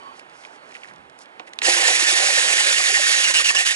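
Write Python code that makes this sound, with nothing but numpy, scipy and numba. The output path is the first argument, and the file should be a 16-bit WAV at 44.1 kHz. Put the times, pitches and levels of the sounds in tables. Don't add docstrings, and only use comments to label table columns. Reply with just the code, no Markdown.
import sys
import numpy as np
from scipy import signal
from scipy.fft import rfft, irfft
from scipy.io import wavfile
from scipy.ndimage import uniform_filter1d
from numba import njit

SR = 44100
rng = np.random.default_rng(int(sys.argv[2]) if len(sys.argv) > 2 else 0)


def generate_wav(sig):
    pcm = np.round(np.clip(np.atleast_2d(sig).T, -1, 1) * 32767).astype(np.int16)
    wavfile.write(sys.argv[1], SR, pcm)


def field_ratio(decibels):
    return 10 ** (np.asarray(decibels, dtype=float) / 20)


N = 165375

# pitch_hz, level_db
YARD_COLOUR = [(40, -23), (130, -10.5), (250, 1.5), (700, 6.5), (1700, 4.5), (3000, -4.5), (6000, -25),
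               (10800, -28)]
# time_s, level_db
YARD_SWELL = [(0, 4), (.25, 2.5), (.6, 1.5), (.9, 1.5), (1.1, -0.5), (1.35, 1.5), (1.6, 2.5)]
# middle_s, length_s, level_db, pitch_hz
SOLE_DRAGS = [(0.177, 0.026, -52, 4800), (0.415, 0.057, -51.5, 5070), (0.545, 0.024, -56.5, 5100),
              (0.736, 0.056, -53.5, 5000), (0.848, 0.039, -59, 4530), (0.893, 0.016, -44, 2040),
              (1.213, 0.017, -47, 5100), (.845, .01, -47, 2100), (0.758, 0.013, -45.5, 2300),
              (1.478, 0.0057, -38, 1940), (1.601, 0.0066, -44, 2800)]
# pitch_hz, width_hz, level_db, end_s
FAR_SCRAPE = [
    (1110, 30, -41, 0.135),
    (930, 45, -47, 0.13),
    (3060, 45, -55, 0.12),
    (4520, 45, -60, 0.15),
]
# middle_s, length_s, level_db, pitch_hz
WHISTLES = [
    (1.32, .035, -57, 2220),
    (1.14, .04, -61, 2150),
    (.61, .04, -60, 4400),
]
# start_s, peak_db, colour_hz, fade_s (time to fall 60 dB)
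CLICKS = [(.034, -45.5, 3500, 0.018), (.166, -53, 5000, .03), (.194, -34.5, 4270, 0.034),
          (.195, -34.5, 2150, .05), (0.297, -41, 3900, 0.026), (.437, -37, 2600, 0.018),
          (.45, -28.5, 2520, 0.04), (.466, -44, 4000, .02), (.560, -43, 4000, .03),
          (.692, -43.5, 5000, .03), (.710, -38, 2300, .03), (.72, -40, 4300, .02), (0.724, -36, 2000, .04),
          (0.742, -39, 2600, 0.06), (.744, -40, 2900, 0.046), (.751, -27, 2000, 0.067),
          (0.759, -32.5, 2040, 0.06), (0.767, -34, 2700, 0.04), (.813, -42, 4600, .02),
          (.819, -41, 2300, .04), (.834, -27.5, 2100, 0.058), (.839, -42, 4200, .02),
          (.845, -31, 1840, 0.065), (.855, -37, 2100, 0.04), (.874, -42, 3500, .05), (.882, -40, 1800, .04),
          (0.887, -42, 3300, 0.025), (.911, -38.5, 1850, .05), (.936, -47, 4000, 0.023),
          (.961, -40.5, 3950, 0.017), (.982, -45, 3480, .02), (1.098, -41, 3300, .03),
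          (1.189, -38.5, 6000, .04), (1.234, -45, 7000, .02), (1.258, -36, 3200, 0.025),
          (1.396, -24.5, 2240, 0.076), (1.468, -45, 4000, 0.018), (1.475, -43, 4000, 0.02),
          (1.492, -43, 6950, 0.014), (1.534, -29, 4070, 0.038), (1.535, -33, 1900, .05),
          (1.588, -15.5, 3030, 0.032), (1.618, -13.5, 2300, 0.061), (1.558, -48, 6000, .02)]
# start_s, peak_db, fade_s (time to fall 60 dB)
THUDS = [
    (1.398, -26.5, .09),
    (1.05, -43, 0.046),
    (1.619, -23, 0.094),
    (1.3, -36, 0.035),
]
# pitch_hz, width_hz, level_db
BEAM_NOTES = [
    (350, 37, -15),
    (550, 206, -2.5),
    (768, 88, -2),
    (936, 330, -2),
]
# pitch_hz, level_db
GRIT_COLOUR = [(250, -53), (700, -15), (1350, -3), (1750, 5), (3500, 0.5), (7500, -1), (8400, -7),
               (10900, -8)]
# time_s, level_db
PRESSURE = [
    (1.615, -40),
    (1.632, -21.5),
    (1.655, -13),
    (1.72, -15.5),
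    (1.78, -14.5),
    (2.3, -14.5),
    (2.8, -15.5),
    (3.3, -15),
    (3.55, -15.5),
    (3.75, -14.5),
]
# pitch_hz, width_hz, level_db
RINGS = [
    (1850, 37, -10.5),
    (2730, 320, -13.5),
    (6100, 940, -17),
    (2300, 300, -14),
]
# time_s, thud_level_db
WOBBLE = [
    (1.62, -21),
    (2.0, -28),
    (2.5, -27.5),
    (3.0, -31.5),
    (3.75, -34),
]
# landing_s, depth_db, length_s
SKIPS = [(2.327, 2.5, 0.028), (2.66, 2.5, 0.0058), (2.839, 5.5, 0.014), (3.241, 3.5, 0.013),
         (3.338, 12, 0.017), (3.442, 7.5, 0.013), (3.443, 4.5, 0.018), (3.486, 2.5, 0.0074),
         (3.548, 11, 0.028), (3.583, 4.5, 0.012), (3.65, 7.5, 0.015), (3.657, 5, 0.04), (3.708, 6.5, 0.013),
         (3.76, 8.5, 0.035)]
# middle_s, level_db, pitch_hz (the beam's answer)
KNOCKS = [(1.685, -22, 350), (1.685, -19, 750), (1.77, -25, 550), (1.91, -16.5, 760), (2.028, -30, 350),
          (2.13, -29, 350), (2.225, -21.5, 760), (2.29, -22.5, 760), (2.379, -24, 561), (2.51, -28.5, 519),
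          (2.61, -22, 850), (2.71, -26.5, 550), (2.93, -29.5, 398), (3.0, -25, 560.5), (3.201, -30.5, 550),
          (3.302, -30, 555), (3.404, -18, 1160), (3.51, -21, 1170), (3.555, -23.5, 1070), (3.31, -25, 1000),
          (2.804, -20, 1206), (1.685, -19, 522), (1.86, -28, 479), (2.12, -21.5, 760), (2.165, -25, 780),
          (2.465, -25, 800), (2.535, -25, 700), (2.67, -29, 531), (2.905, -24, 770), (2.78, -35, 420)]
# middle_s, length_s, level_db, pitch_hz
CHIMES = [(1.688, .012, -17, 1870), (1.8, .012, -21, 1930), (1.86, .018, -16, 1790),
          (1.94, .018, -19, 1950), (2.082, .015, -16, 1775), (2.168, .018, -16, 1830),
          (2.27, .016, -17, 1865), (2.37, .018, -20, 1860), (2.45, .018, -19.5, 1880),
          (2.55, .02, -17, 1830), (2.61, .012, -20, 1820), (2.75, .015, -17, 1820),
          (2.865, .013, -17, 1820), (2.96, .02, -18, 1850), (3.05, .022, -18.5, 1850),
          (3.15, .02, -18.5, 1890), (3.22, .014, -18.5, 1890), (3.318, .011, -19, 1880),
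          (3.4, .017, -20, 1840), (3.495, .012, -19, 1770), (3.557, .007, -18, 1730),
          (3.595, .014, -17, 1810), (3.63, .01, -19, 1850), (3.695, .008, -18, 1780),
          (3.71, .008, -18, 1870)]
# middle_s, length_s, level_db, pitch_hz
SQUEALS = [
    (2.771, 0.0066, -22, 2740),
    (2.98, 0.014, -26, 2750),
    (3.257, 0.013, -19, 2836),
    (3.363, 0.0086, -16, 2856),
    (3.388, 0.011, -17, 2760),
    (3.459, 0.0071, -18.5, 2837),
    (3.494, 0.0084, -15, 2710),
    (3.57, 0.0066, -13.5, 2795),
    (3.597, 0.012, -21.5, 2713),
    (3.672, 0.0061, -20.5, 2860),
]
# pitch_share, level_db
STRANDS = [
    (1, 2.5),
    (1.055, -3),
    (.93, -6),
]
# pitch_hz, gain_db, lead_rad, unrelated_share_db
LEFT_PORT = [(110, -5, .5, -2), (340, -8.5, .05, -14), (580, -19, .95, -22), (720, -13, 2.15, -23),
             (1150, -7.7, 2.5, -18), (2000, -5.9, 2.4, -17), (5200, -5.3, 1.75, -13),
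             (11000, -6.8, .75, -9)]

OCTAVE_DB, RAGGED_DB = -11, 1.8
TURN_S, TURN_HZ = 3.4, 9.95


def times():
    return np.arange(N) / SR


def unit(x):
    return x / np.sqrt(np.mean(x ** 2))


def noise():
    return rng.standard_normal((2, N))


def grains(rough_db):
    return unit(noise() * field_ratio(rough_db * rng.exponential(size=(2, N))))


def on_log(table, col):
    table = np.array(table, float)
    return np.interp(np.log(np.fft.rfftfreq(N, 1 / SR) + 1), np.log(table[:, 0]), table[:, col])


def colour(x, table):
    return unit(irfft(rfft(x) * field_ratio(on_log(table, 1)), N))


@njit
def svf(x, g, k):
    y = np.empty_like(x)
    for c in range(len(x)):
        b, l = 0., 0.
        for i in range(x.shape[1]):
            v = (b + g[i] * (x[c, i] - l)) / (1 + g[i] * (g[i] + k[i]))
            b, l, y[c, i] = 2 * v - b, l + 2 * g[i] * v, k[i] * v
    return y


def ring(x, hz, width):
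    hz = np.clip(hz + np.zeros(x.shape[1]), 50, 15000.)
    return svf(x, np.tan(np.pi * hz / SR), width / hz)


def walk(rate):
    k = int(SR / rate)
    held = np.repeat(rng.standard_normal(N // k + 1), k)
    return 1.19 * uniform_filter1d(uniform_filter1d(held, k), k)[:N]


def bump(at, length):
    return np.exp(-.5 * ((times() - at) / length) ** 2)


def rise(at, length):
    return .5 + .5 * np.tanh((times() - at) / length)


def tone(at, length, hz, fall_hz_s, waver):
    out, tau = np.zeros((2, N)), np.arange(-3000, 3000) / SR
    drift = uniform_filter1d(rng.standard_normal((2, len(tau))), size=64) * 8
    pitch = (hz - fall_hz_s * tau) * (1 + waver * drift[0])
    phase = 2 * np.pi * (np.cumsum(pitch) / SR + rng.random((2, 1)))
    wave = np.sin(phase) + field_ratio(OCTAVE_DB) * np.sin(2 * phase)
    wave = wave * np.exp(-.5 * (tau / length) ** 2) * field_ratio(RAGGED_DB * drift[1])
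    part = out[:, int(at * SR) - 3000:][:, :len(tau)]
    part += wave[:, :part.shape[1]]
    return out


def patchy(x):
    spectrum, place = rfft(x), np.clip(np.fft.rfftfreq(N, 1 / SR) / 400, 0, 28)
    out = 0
    for k in range(29):
        band = irfft(spectrum * np.clip(1 - abs(place - k), 0, 1), N)
        out = out + field_ratio(1.8 * walk(45)) * band
    return out


def yard_hum():
    swell_db = np.interp(times(), *np.array(YARD_SWELL).T)
    level = field_ratio(-46.5 + swell_db + 0.63 * walk(2.6) + 0.37 * walk(36.3))
    return level * (colour(noise(), YARD_COLOUR) + field_ratio(-6.5) * unit(ring(noise(), 860, 200)))


def dragging_soles():
    crunch = grains(rough_db=2.2) * field_ratio(1.25 * walk(110))
    return sum(field_ratio(db) * bump(at, s) * unit(ring(crunch, hz, 0.19 * hz * hz / 2000))
               for at, s, db, hz in SOLE_DRAGS)


def far_scrape():
    t, out = times(), 0
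    for hz, width, db, end in FAR_SCRAPE:
        from_top = np.clip(t - 0.061, -1, .12)
        sag = 6.7 * np.clip(1000 / hz, 0, 1) ** 2 * from_top ** 2
        level = field_ratio(db + 1.8 * walk(20)) / (1 + (t / end) ** 6)
        out = out + level * unit(ring(noise(), hz * (1 - sag), width))
    return out


def wind():
    return field_ratio(-61 + 7.0) * bump(1, 0.079) * unit(ring(noise(), 162, 100))


def whistle():
    return sum(field_ratio(db) * tone(at, s, hz, 300, .006) for at, s, db, hz in WHISTLES)


def crunches_and_clicks():
    out, tau = np.zeros((2, N)), np.arange(6000) / SR
    for at, db, hz, t60 in CLICKS:
        fade = np.exp(-np.log(1000) * tau / (0.18 * t60)) + 0.25 * np.exp(-np.log(1000) * tau / t60)
        raw = rng.standard_normal((2, len(tau))) * fade
        body = ring(ring(raw, hz, 900 * (hz / 2200) ** 2.9), hz, 0.94 * hz * hz / 2200)
        burst = 1.4 * body + field_ratio(-36 + 5.0 * np.log2(hz / 2500)) * raw
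        out[:, int(at * SR):][:, :len(tau)] += field_ratio(db + 5.0) * burst / abs(burst[0]).max()
    return out


def thuds():
    out, tau = np.zeros((2, N)), np.arange(6000) / SR
    for at, db, t60 in THUDS:
        raw = rng.standard_normal((2, len(tau))) * np.exp(-np.log(1000) * tau / t60)
        body = sum(field_ratio(g) * ring(ring(raw, hz, 1.3 * w), hz, 3.5 * w) for hz, w, g in BEAM_NOTES)
        out[:, int(at * SR):][:, :len(tau)] += field_ratio(db + 13) * body
    return out


def hand_shake():
    level = field_ratio(-73.5 + 2.7 * walk(10)) * rise(1.65, .02)
    return level * unit(ring(ring(noise(), 40, 50), 40, 80))


def beam_rumble():
    beam = sum(field_ratio(db + 2.8 * walk(24.8)) * unit(ring(ring(noise(), hz, w), hz, 1.9 * w))
               for hz, w, db in BEAM_NOTES)
    flutter_db = 2.15 * walk(45.35)
    turn_db = 1.66 * np.cos(2 * np.pi * TURN_HZ * (times() - TURN_S) + 0.2 * walk(5.0))
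    wobble_db = np.interp(times(), *np.array(WOBBLE).T) + 8.5
    return beam * field_ratio(flutter_db + turn_db + wobble_db)


def rim_knocks():
    return sum(field_ratio(db + .5) * tone(at, .0045, hz, 319, 0.086) for at, db, hz in KNOCKS)


def squeals():
    return sum(field_ratio(db + strand_db) * tone(at, s, hz * share, 3000, .007)
               for at, s, db, hz in SQUEALS for share, strand_db in STRANDS)


def chimes():
    return sum(field_ratio(db) * tone(at, s, hz, -900, .005) for at, s, db, hz in CHIMES)


def disc_rings():
    return sum(field_ratio(db + 0.58 * walk(18)) * unit(ring(noise(), hz * (1 + 0.008 * walk(8)), w))
               for hz, w, db in RINGS)


def grit_hiss():
    return patchy(colour(grains(1.0), GRIT_COLOUR)) * field_ratio(0.16 * walk(30.1) + 1.39 * walk(90))


def disc_grip():
    lift_s, land_s = 0.0093, 0.0011
    return field_ratio(-sum(db * rise(at - s, lift_s) * (1 - rise(at, land_s)) for at, db, s in SKIPS))


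def sanding():
    t, grip = times(), disc_grip()
    press = field_ratio(np.interp(t, *np.array(PRESSURE).T)) * (t > PRESSURE[0][0])
    hiss = grip * grit_hiss()
    body = grip ** 0.5 * (disc_rings() * rise(1.61, 0.1) + beam_rumble())
    tool = press * (hiss + body) + rim_knocks() + squeals() + chimes()
    return signal.sosfilt(signal.butter(3, 230, "high", fs=SR, output="sos"), tool)


def scene():
    tool = sanding() + hand_shake()
    strikes = crunches_and_clicks() + thuds()
    yard = yard_hum() + dragging_soles() + far_scrape() + wind() + whistle()
    shared, own = tool + strikes + yard
    turned = field_ratio(on_log(LEFT_PORT, 1)) * np.exp(1j * on_log(LEFT_PORT, 2))
    left = rfft(shared) * turned + rfft(own) * field_ratio(on_log(LEFT_PORT, 3))
    return np.array([irfft(left, N), shared])


def low_pass(x):
    return signal.sosfilt(signal.butter(12, 12220, fs=SR, output="sos"), x)


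def record(dry):
    soft = dry / (1 + (dry / .85) ** 6) ** (1 / 6)
    soft = signal.sosfilt(signal.butter(2, 25, "high", fs=SR, output="sos"), soft)
    cut = signal.sosfilt(signal.ellip(12, .3, 52, 11010, fs=SR, output="sos"), soft)
    return low_pass(cut)


dry = scene()
out = record(dry)
generate_wav(out)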